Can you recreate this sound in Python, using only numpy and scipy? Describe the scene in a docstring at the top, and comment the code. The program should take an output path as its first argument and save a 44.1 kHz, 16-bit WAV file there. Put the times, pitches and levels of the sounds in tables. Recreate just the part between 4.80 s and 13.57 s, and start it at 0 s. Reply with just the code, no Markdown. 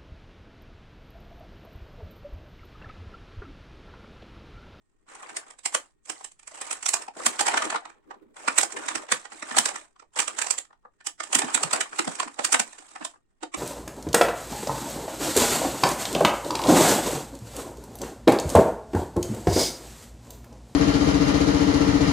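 """Snack bag squeezed by gloved hands

Gloved hands squeeze and turn a plastic snack bag close to a stereo microphone in a small room.
Creases buckle in short avalanches of tiny cracks: noise bursts, with a panel that pops and rings briefly.
The belly of the bag caves in with thuds: short tones that fall unsteadily in pitch.
Between the snaps, uneven noise grains and ringing pips make the soft crinkle and the rub of the gloves.
A dull palm rumble, a short room tail, a steady hush and a faint wavering whine lie beneath."""
import sys
import numpy as np
from scipy import signal
from scipy.fft import rfft, irfft, next_fast_len
from scipy.io import wavfile
from scipy.ndimage import uniform_filter1d

SR = 44100
rng = np.random.default_rng(int(sys.argv[2]) if len(sys.argv) > 2 else 0)


def int16_out(signal):
    """Quantize to a 16-bit WAV file."""
    q = np.round(np.clip(np.atleast_2d(signal).T, -1, 1) * 32767)
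    wavfile.write(sys.argv[1], SR, q.astype(np.int16))


N = 386757  # samples


def amp(db):
    """Decibels to gain."""
    return 10 ** (np.asarray(db) / 20)


def unit(x):
    """Each row at rms 1."""
    return x / np.sqrt(np.mean(x ** 2, axis=-1, keepdims=True) + 1e-20)


def along(points, hz):
    """Values at hz from (Hz, value) points joined on a log frequency axis."""
    f, v = np.transpose(points)
    return np.interp(np.log(hz + 1), np.log(f), v)


def colour(points):
    """The frequency response that follows a (Hz, dB) spectrum."""
    return lambda hz: amp(along(points, hz))


def filtered(x, response):
    """x shaped by a response of frequency."""
    n = x.shape[-1]
    m = next_fast_len(n + n // 16, real=True)  # padded against wrap-around
    spectrum = rfft(x, m) * response(np.fft.rfftfreq(m, 1 / SR))
    return irfft(spectrum, m)[..., :n]


def wobble(rate):
    """A random curve with rate knots a second."""
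    knots = rng.standard_normal(N // 32)
    return np.interp(np.arange(N) * rate / SR, np.arange(len(knots)), knots)


def sides(pan_db):
    """Left and right gains of constant power; positive pan_db leans left."""
    g = amp(np.array([pan_db, -pan_db]) / 2)
    return g / np.sqrt(np.mean(g ** 2, axis=0))


def placed(times, bursts):
    """Stereo bursts laid on the time line, each centred on its time."""
    size = bursts.shape[-1]
    where = np.round(times * SR).astype(int)[:, None] + np.arange(size) + size // 2
    return np.array([np.bincount(where.ravel(), b.ravel(), N + size)[size:N + size] for b in bursts])


def air():
    """The steady hush of the room, as coloured noise, and a faint whine that wavers in level."""
    # spectrum of the still room air: hz, relative level_db (per Hz)
    quiet = [(25, 2), (60, -9.5), (150, -13.5), (400, -16.5), (700, -41), (2000, -38), (5000, -45),
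             (15000, -54)]
    whine_hz, whine_db = 1860, -90  # the level wavers around this
    whine_gain = amp(whine_db + 2 * wobble(18))
    whine = whine_gain * np.sin(2 * np.pi * whine_hz * np.arange(N) / SR)
    hush = unit(filtered(rng.standard_normal((2, N)), colour(quiet)))
    return amp(-71.5) * hush + whine


def room(x, wet_db, build, cross):
    """Near walls return a short dense tail that builds over build seconds, coloured by room resonances."""
    # decay time of the tail: hz, t60_s
    room_t60 = [(150, 0.24), (500, 0.13), (1800, 0.14), (8000, 0.15), (15000, 0.15)]
    # resonances that colour the tail: centre_hz, width_hz, boost_db
    room_modes = [(290, 35, 2), (564, 30, 5), (700, 60, 6), (920, 90, 2), (1170, 80, 2), (1800, 90, 5)]
    hz, t, z = signal.stft(rng.standard_normal((2, SR // 3)), SR, nperseg=256)
    decay = amp(-60 * t / along(room_t60, hz)[:, None])
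    tail = signal.istft(z * decay, SR, nperseg=256)[1]
    tail *= 1 - np.exp(-(np.arange(tail.shape[1]) / SR / build) ** 2)
    tail = unit(tail) / np.sqrt(tail.shape[1])
    mixed = x + cross * x[::-1]  # each side hears reflections of the whole bag
    wet = signal.fftconvolve(mixed, tail, axes=1)[:, :N]

    def peaks(f):
        """Summed resonance boosts in dB."""
        return sum(db / (1 + (2 * (f - centre) / width) ** 2) for centre, width, db in room_modes)

    return filtered(wet, lambda f: amp(along(wet_db, f) + peaks(f)))


def effort(t):
    """Levels of rub, crinkle and drag in dB: the fingers grab, press to a peak, ease off and let go."""
    # squeezes, before each layer's own trim:
    # start_s, peak_s, end_s, rub_db, crinkle_db (over the rub), drag_db (over the rub)
    squeezes = [(0.288, .44, 0.7, -42.5, -8.5, -16), (0.869, 0.927, 1.044, -48, -2, -13.5),
                (1.274, 1.323, 1.46, -48.5, 2.5, -14.5), (1.72, 1.895, 2, -40.5, -1.5, -21.5),
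                (2.036, 2.16, 2.24, -39, -4.5, -15.5), (2.366, 2.435, 2.56, -34.5, -4, -11.5),
                (2.597, 2.714, 2.93, -27, -9.5, -17.5), (3.0, 3.025, 3.14, -47.5, -16, -13),
                (3.132, 3.425, 3.55, -65, -21, 6), (3.568, 3.758, 3.92, -37.5, -4.5, -16.5),
                (3.931, 4.099, 4.23, -33.5, -6.5, -12), (4.284, 4.373, 4.44, -42, -3, -18.5),
                (4.503, 4.529, 4.68, -46, 0, -9.5), (4.663, 4.787, 4.987, -34, -2.5, -18),
                (5.361, 5.366, 5.456, -33.5, 0, -20.5), (5.486, 5.637, 5.77, -38.5, -1.5, -17.5),
                (6.413, 6.441, 8.3, -48.5, 0.5, -16), (6.509, 6.562, 6.94, -31, -4.5, -11.5),
                (6.908, 6.944, 7.05, -29.5, -11, -20.5), (7.116, 7.267, 7.45, -39.5, 0, -10.5),
                (7.585, 7.657, 7.88, -40, 0.5, -12.5), (7.89, 7.96, 7.95, -51.5, -3.5, -15),
                (8.15, 8.204, 8.2, -54.5, -4, -6.5)]
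    # floor while the hands only hold the bag, before the same trims: rub_db, crinkle_db, drag_db
    rest_levels = [-79.5, -85, -81.5]
    ease_db = 7.5  # a squeeze is this much weaker at its ends than at its peak
    grab_db_per_s, release_db_per_s = 798.5, 261.5  # how fast a squeeze sets in and dies away
    start, peak, end, rub_db, crinkle_db, drag_db = np.transpose(squeezes)[..., None]
    slow = t[::64]  # a coarse time grid is enough for hand movement
    before_peak = (peak - slow) / np.maximum(peak - start, .005)
    after_peak = (slow - peak) / np.maximum(end - peak, .005)
    off_peak = np.maximum(before_peak, after_peak)
    force_db = rub_db - ease_db * np.minimum(off_peak, 1)
    force_db = force_db - grab_db_per_s * np.maximum(start - slow, 0)
    force_db = force_db - release_db_per_s * np.maximum(slow - end, 0)
    layers = force_db, force_db + crinkle_db, force_db + drag_db
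    # the strongest squeeze at each moment wins
    return [np.interp(t, slow, np.maximum(db.max(axis=0), rest)) for db, rest in zip(layers, rest_levels)]


def drag():
    """A sliding palm stirs the air in the bag into a dull, uneven rumble."""
    # spectrum of the rumble: hz, relative level_db (per Hz)
    drag_spectrum = [(90, -30), (170, -9.5), (280, 1.5), (400, 3.5), (520, -8), (1200, -44.5)]
    *_, level_db = effort(np.arange(N) / SR)
    stir = rng.standard_normal((2, N)) * amp(6.3 * wobble(40))
    return amp(level_db) * unit(filtered(stir, colour(drag_spectrum)))


def folds(hz, count):
    """One random gain curve per fold, with peaks and gaps a few tenths of an octave wide."""
    fold_db = 3.6  # typical depth of the colouring, shallower in the high treble
    place = 5 * np.log2(1 + hz / 400)
    knots = rng.standard_normal((count, int(place.max()) + 2))
    ripple = np.array([np.interp(place, np.arange(len(k)), k) for k in knots])
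    return amp(fold_db * ripple * np.interp(hz, [5000, 8000], [1, .3]))


def patchy(x, size=512):
    """Every few milliseconds another small fold takes over and lends its colour."""
    hz, t, z = signal.stft(x, SR, nperseg=size)
    return signal.istft(z * folds(hz, len(t)).T, SR, nperseg=size)[1][:, :N]


def pips(count=3000, size=600, pitch_hz=1000, spread=0.372, cycles=2.6, uneven_db=5.5):
    """Small facets of film flip at random, and each rings for a few cycles at its own pitch."""
    t = np.arange(size) / SR
    start = rng.integers(0, N, count)
    pitch, strength, pan = rng.standard_normal((count, 3)).T
    turns = (pitch_hz * np.exp(spread * pitch))[:, None] * t
    ring = amp(uneven_db * strength)[:, None] * (1 - np.exp(-turns)) * np.exp(-turns / cycles)
    phase = rng.random((2, count, 1))  # the two ports lie at different distances from each facet
    waves = ring * np.sin(2 * np.pi * (turns + phase)) * sides(pan_db=3.9 * pan)[..., None]
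    where = (start[:, None] + np.arange(size)).ravel()
    return unit(np.array([np.bincount(where, w.ravel(), N + size)[:N] for w in waves]))


def handling():
    """Gloves drag on the film and countless small creases tick, in shared flurries."""
    # spectra of glove rub and fine crinkle: hz, relative level_db (per Hz)
    rub_spectrum = [(50, -36), (130, -27), (300, -7.5), (600, -3), (1050, 4.5), (2000, -2), (4000, -15.5),
                    (9000, -42)]
    crinkle_spectrum = [(800, -30.5), (2200, -11), (4500, -10), (6300, -5), (7900, 2.5), (9300, -5),
                        (11000, -25), (15500, -38.5)]
    rub_db, crinkle_db, _ = effort(np.arange(N) / SR)
    flurry = wobble(130)

    def grains(spectrum, flurry_db, own_db, spiky_db):
        """Tiny slips of very uneven size, coloured by the film."""
        slips, sizes = rng.standard_normal((2, 2, N))
        level_db = spiky_db * sizes + flurry_db * flurry + own_db * wobble(500)
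        return unit(patchy(filtered(slips * amp(level_db), colour(spectrum))))

    rub = grains(rub_spectrum, flurry_db=4.5, own_db=1.0, spiky_db=3.0) + amp(-4) * pips()
    rub = rub * amp(rub_db - 4.5)
    crinkle = grains(crinkle_spectrum, flurry_db=4.5, own_db=2, spiky_db=4.5) * amp(crinkle_db - 1.5)
    # the smallest facets tick, each at its own high pitch
    ticks = pips(count=900, size=300, pitch_hz=3620, spread=.36, cycles=8.0, uneven_db=3.5)
    ticks = ticks * amp(crinkle_db - 12.5)
    return ticks + rub * sides(pan_db=0.0)[:, None] + crinkle * sides(pan_db=-8.0)[:, None]


def ringing(t, turns, rise, fall):
    """A tone that swells and dies around t = 0 and meets the two ports in different phases."""
    swell = np.exp(np.where(t < 0, -(t / rise) ** 2, -t / fall))
    swell = swell * signal.windows.tukey(len(t), .5 ** 2)
    return swell * np.sin(2 * np.pi * (turns + rng.random((2, len(turns), 1))))


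def thuds(size=3000):
    """The belly of the bag caves in under a finger with a short thud that falls in pitch."""
    # cave-ins: centre_s, level_db, pitch_hz (around which it sags)
    cave_ins = [(.574, -39, 376), (0.863, -39.5, 352), (.955, -30.5, 460), (1.303, -40.5, 379),
                (2.471, -31, 299), (2.607, -36.5, 314), (2.681, -35, 406), (3.357, -57, 331),
                (3.464, -51, 290), (3.788, -33.5, 363), (3.838, -38, 384.5), (3.985, -42, 270),
                (4.068, -39, 248), (4.159, -32, 289), (4.33, -30, 195), (4.632, -42, 302),
                (4.72, -35.5, 278.7), (4.768, -31, 230), (4.799, -32.5, 246), (5.397, -40, 327.4),
                (6.562, -25.5, 288), (6.644, -28, 291), (6.685, -36, 327), (6.757, -34.5, 251),
                (6.857, -33, 162), (6.939, -33, 241), (6.994, -34, 408.5), (7.201, -21.5, 364.4),
                (7.282, -26, 220.5), (7.468, -37, 291), (7.598, -38, 300), (7.748, -26, 256.7),
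                (7.805, -31, 242), (8.219, -36, 250), (8.636, -31, 317), (8.75, -28, 302)]
    bag_low_hz = 124  # so small a bag radiates little below this
    rise_cycles, fall_cycles = 2.4, 2.3  # deeper thuds last longer
    sag_octaves_per_s, rough = 22, .18  # mean fall as the film slackens, and its unsteadiness
    s, db, pitch_hz = np.transpose(cave_ins)
    pitch_hz = pitch_hz[:, None]
    t = (np.arange(size) - size // 2) / SR
    sag = sag_octaves_per_s * (.5 + rng.random((len(s), 1)))
    # the film gives way unevenly, and the finger soon damps it
    jolts = unit(uniform_filter1d(rng.standard_normal((len(s), size)), size=120))
    turns = pitch_hz * np.cumsum(2 ** (-sag * t) * (1 + rough * jolts), axis=1) / SR
    tone = ringing(t, turns, rise_cycles / pitch_hz, fall_cycles / pitch_hz)
    knocks = placed(s, tone * amp(db)[:, None])
    knocks = filtered(knocks, lambda hz: 1 - np.exp(-(hz / bag_low_hz) ** 4))
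    return knocks * sides(pan_db=-3.5)[:, None]


def snaps(size=2880):
    """Each crease gives way in an avalanche of cracks that swells and dies in a few milliseconds."""
    # buckling creases: centre_s, panel_db, sharpness_db (sizzle over panel), pitch_hz,
    # pan_db (left over right, before each layer's own scaling and offset)
    creases = [(.354, -54.5, 8.5, 1090, 4), (.4954, -43, -2.5, 1640, -10), (0.5709, -36, 8, 2100, 6),
               (.709, -48.5, 3, 970, 1.5), (0.792, -55.5, 9, 1140, -9), (0.8607, -31, 9.5, 2200, -1.5),
               (.928, -44, -15, 1000, 3), (0.95, -23, 3.5, 1090, 2), (1.259, -61.5, 13.5, 1210, -4.5),
               (1.301, -32.5, 4, 880, -6), (1.411, -43.5, -19, 784, -5), (1.4478, -45.5, 12, 1080, -4),
               (1.52, -64, 13.5, 1090, 5), (1.598, -58, 6.5, 1200, 0), (1.6334, -59, 6, 1160, -11),
               (1.6788, -45.5, 7.5, 910, -1), (1.748, -46.5, -2, 900, 2), (1.8169, -36.5, 5, 526, 5),
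               (1.9135, -34.5, 8, 1330, -3), (1.9303, -38, 10, 920, 5), (2.031, -41.5, 9, 1480, -3.5),
               (2.064, -31.5, 10.5, 1370, -4), (2.0912, -33, 14.5, 2170, -3), (2.1408, -26.5, 9, 930, -3),
               (2.2228, -44, 6, 840, -0.5), (2.2847, -33.5, -17.5, 864, 3), (2.466, -21, 6, 1140, 3),
               (2.5975, -24.5, -0.5, 1525, -2), (2.6114, -24, 4.5, 880, -2), (2.669, -26.5, 2, 910, -6),
               (2.6849, -19, -5.5, 940, 0), (2.7434, -20, -17.5, 950, -8), (2.7771, -19.5, -7, 1380, -1),
               (2.825, -25.5, -7.5, 1170, 2), (2.854, -33, 0.5, 1140, -2), (2.905, -29.5, -1.5, 1370, -3),
               (2.9284, -29.5, -19, 990, 3.5), (2.9486, -23.5, -19.5, 930, 7.5),
               (2.9617, -24, -14.5, 1210, 1), (3.0572, -38, -12.5, 1205, -9),
               (3.102, -48.5, -7.5, 1210, -13), (3.313, -35.5, -24.5, 1105, -13.5),
               (3.345, -47, -26, 768, 0.5), (3.6833, -17, -9.5, 1330, -6.5), (3.7853, -21, 9, 1100, -5),
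               (3.795, -29, -1, 1120, -7), (3.8137, -30.5, 7, 1410, -2), (3.8338, -25, 4.5, 620, -6),
               (3.9252, -44.5, 10.5, 1150, -7.5), (3.9747, -35.5, -6.5, 1800, -6),
               (4.0875, -27, -1, 1690, -7.5), (4.1574, -28, 0.5, 1730, -6), (4.291, -38, -15, 2320, -8),
               (4.3229, -18.5, 0.5, 1167, -1), (4.4554, -37.5, -8, 677, -15), (4.522, -41.5, -10, 1120, -7),
               (4.628, -33, -6, 1750, -3.5), (4.7134, -31, -14, 1790, -6), (4.748, -33, -18, 1300, -4),
               (4.7715, -21, .5, 780, -5), (4.7867, -20, 7, 1750, 1), (4.8603, -25, 3.5, 1670, -1),
               (4.89, -31, 1.5, 1540, -9), (4.9614, -34.5, -0.5, 1330, -0.5), (5.165, -56, -16, 1100, -5),
               (5.1999, -49.5, -6.5, 1320, -17), (5.2268, -50, -18, 600, -11), (5.394, -25, 4, 2360, -5),
               (5.4039, -30, 9.5, 1210, -5), (5.4224, -37.5, 8, 1330, -8), (5.481, -29, 2, 1185, -11),
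               (5.59, -29, 4.5, 850, -11), (5.6208, -29, 6.5, 1590, -7), (5.6697, -33.5, 4.5, 980, -18),
               (5.71, -32, 15.5, 944, -14), (5.7862, -36.5, 11.5, 767, -7.5), (5.852, -56.5, -2, 1240, -3),
               (5.909, -52.5, -31, 1194, 2.5), (5.932, -54, -21.5, 1266, 2.5), (6.055, -43, -48, 1100, 8),
               (6.2104, -50, -11.5, 1580, -12), (6.2712, -33.5, 8.5, 1175, -3),
               (6.4061, -28.5, -7, 1360, -10.5), (6.4386, -41, 8, 1180, -9), (6.5318, -27, 5, 960, -1.5),
               (6.5526, -24, 10, 2000, -4), (6.592, -29, 10, 1360, -2.5), (6.6214, -25, -6.5, 1190, -9),
               (6.684, -38, -10, 1240, -4), (6.75, -25, 10, 1620, -6), (6.778, -27.5, -13, 1370, -5),
               (6.8361, -24.5, 4, 1130, -3), (6.9135, -34.5, 3.5, 1330, -19), (6.9354, -21.5, 1.5, 1160, 4),
               (6.9626, -30.5, 0, 1080, -2), (7.0115, -23, 0.5, 1310, -1.5),
               (7.1319, -33.5, -18, 1290, -4.5), (7.1932, -21, -3, 1295, -3.5),
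               (7.2789, -27.5, -7.5, 743, -1), (7.4027, -22.5, -4.5, 1124, -7), (7.432, -31, -8, 1368, -8),
               (7.4808, -34.5, -15, 1180, 3), (7.5947, -25, -9, 565.4, -13), (7.6501, -24.5, 5.5, 1780, -5),
               (7.729, -25, 9.5, 1240, 2), (7.746, -15.5, -4, 900, -1), (7.7999, -23, 4, 1540, -1.5),
               (7.932, -49.5, 5, 900, -6), (7.9877, -48.5, 0, 1510, -8), (8.027, -52.5, -11, 800, -4),
               (8.117, -57, 0, 1290, -8), (8.1612, -35.5, -14, 1305, -3), (8.2143, -36.5, -20, 1400, -15),
               (8.227, -39, -18, 1730, -6), (8.252, -32.5, 3, 1000, -3), (8.3416, -53, -35.5, 1140, 8),
               (8.36, -57, -25, 1200, 3.5), (8.6347, -31.5, -7.5, 843, -4.5),
               (8.746, -29.5, -2.5, 1158, -6.5)]
    # what a snap radiates, from the whole bag to the sharpest kinks: hz, relative level_db (per Hz)
    thump_spectrum = [(40, -36), (90, -33.5), (160, -14), (290, 7), (480, 3.5), (750, -14.5), (1500, -63)]
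    panel_spectrum = [(200, -48), (450, -11), (650, -1.5), (1150, 0), (1900, -2.5), (2800, -21.5),
                      (6000, -80)]
    crack_spectrum = [(1000, -46), (1900, -1.5), (2400, 1), (4000, -4), (5300, -4.5), (7000, -12),
                      (11000, -64.5)]
    sizzle_left = [(3000, -44), (5500, -15), (7300, -13.5), (8900, 2.5), (10000, -11), (11500, -22),
                   (15500, -36)]
    sizzle_right = [(3000, -44.5), (5500, -14.5), (6800, -7), (7800, 0), (9200, -15.5), (11000, -29.5),
                    (15500, -42)]
    # ringing of a flipped panel: multiple of its pitch (ratio), level_db (against the snap)
    panel_modes = [(.7, -9.5), (1, -2), (1.53, -9)]
    # smaller, higher panels than the usual one crack more and sound brighter all over
    usual_panel_hz, crack_db_per_octave, panel_shift = 1260, 2, 0.091
    crack_over_panel_db, crack_per_sharp = -2.5, 0.45  # dB gained per dB of sharpness
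    # softer folds lose treble (dB an octave per dB) and give a dull tock
    soft_below_db, grit_per_sharp, grit_hz = -12, .5, 1300
    body_db = -18.5  # the air in the bag answers every snap this much more weakly

    s, panel_db, sharpness_db, pitch_hz, pan_db = np.transpose(creases)
    # a sharp kink cracks and sizzles, a soft fold only pops
    sizzle_db = panel_db + sharpness_db
    grit_db = grit_per_sharp * np.minimum(sharpness_db - soft_below_db, 0)
    crack_db = panel_db + crack_over_panel_db + crack_per_sharp * sharpness_db
    crack_db = crack_db + crack_db_per_octave * np.log2(pitch_hz / usual_panel_hz) + grit_db / 2
    t = (np.arange(size) - size // 2) / SR
    # the cracks come in clumps, heard alike on both sides
    clumps = unit(uniform_filter1d(rng.standard_normal((len(s), size)), size=28))

    def avalanche(response, lag, rise, fall, clump_db, spiky_db, skirt_db=-14, lead=0.013, trail=0.025):
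        """One stereo burst per snap (times in s), in the colour of its own fold, rms 1 over its core."""
        u = t - lag
        core = np.exp(-np.where(u < 0, u / rise, u / fall) ** 2)
        skirt = amp(skirt_db) * np.exp(np.where(u < 0, u / lead, -u / trail))
        swell = (core + skirt) * signal.windows.tukey(size, .5 ** 2)
        cracks, sizes = rng.standard_normal((2, 2, len(s), size))
        burst = cracks * amp(spiky_db * sizes + clump_db * clumps) * swell
        burst = filtered(burst, lambda hz: response(hz) * folds(hz, len(s)))
        return unit(burst) * np.sqrt(0.0095 * SR / size)  # a core of 9.5 ms

    def panel(hz):
        """The pop of the flipping panel is strongest around its own pitch."""
        detune = hz / pitch_hz[:, None] - pitch_hz[:, None] / (hz + 1)
        # a flip without cracking rings most clearly
        ring = 0.58 * np.minimum(amp(panel_db - crack_db), 2)[:, None]
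        dull_db = grit_db[:, None] * np.log2(np.maximum(hz / grit_hz, 1))
        shifted_hz = hz * (usual_panel_hz / pitch_hz[:, None]) ** panel_shift
        return amp(dull_db + along(panel_spectrum, shifted_hz)) * (1 + ring / (1 + 5j * detune))

    def sizzle(hz):
        """The treble peaks a little higher on the left than on the right."""
        # louder sizzles are brighter at the very top, quieter ones duller
        top_db = 0.38 * (sizzle_db[:, None] + 23) * np.interp(hz, [9000, 12000], [0, 1])
        return amp(top_db + np.array([[along(sizzle_left, hz)], [along(sizzle_right, hz)]]))

    modes = sum(amp(db) * ringing(t, ratio * pitch_hz[:, None] * t, rise=0.0033, fall=.0035)
                for ratio, db in panel_modes)
    # bending waves in film are dispersive: the treble arrives first, the thump last
    thump = avalanche(colour(thump_spectrum), lag=0.0023, rise=0.0023, fall=0.0043, clump_db=0, spiky_db=4.5)
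    # pop and sizzle fall fast: the avalanche stops short once the panel has flipped
    pop = avalanche(panel, lag=0.0011, rise=0.005, fall=.004, clump_db=0.0, spiky_db=6.0)
    crack = avalanche(colour(crack_spectrum), lag=0, rise=0.0051, fall=0.0039, clump_db=1.5, spiky_db=6.5)
    hiss = avalanche(sizzle, lag=0, rise=0.0049, fall=.0042, clump_db=-1.0, spiky_db=4.0)
    layers = [(thump, panel_db + body_db, pan_db),
              (modes + amp(-1) * pop, panel_db, 0.33 * pan_db),
              (crack, crack_db, 0.55 * pan_db - 3.5),
              (hiss, sizzle_db, 0.68 * pan_db - 6)]
    return placed(s, sum(burst * (amp(db) * sides(pan))[..., None] for burst, db, pan in layers))


def scene():
    """The bag, its reflections and the still air."""
    bag = snaps() + thuds() + handling() + drag()
    # reflected level before the resonances: (hz, level_db)
    wet_db = [(150, -17.0), (400, -6.5), (1200, -11.5), (3500, -8.5), (8000, -12.5), (14000, -8.0)]
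    return bag + room(bag, wet_db, build=0.0058, cross=0.47) + air()


def record(dry):
    """The recorder clips at full scale and then keeps nothing above its band limit."""
    top_hz = 15900
    return filtered(np.clip(dry, -1, 1), lambda hz: hz < top_hz)


dry = scene()
out = record(dry)
int16_out(out)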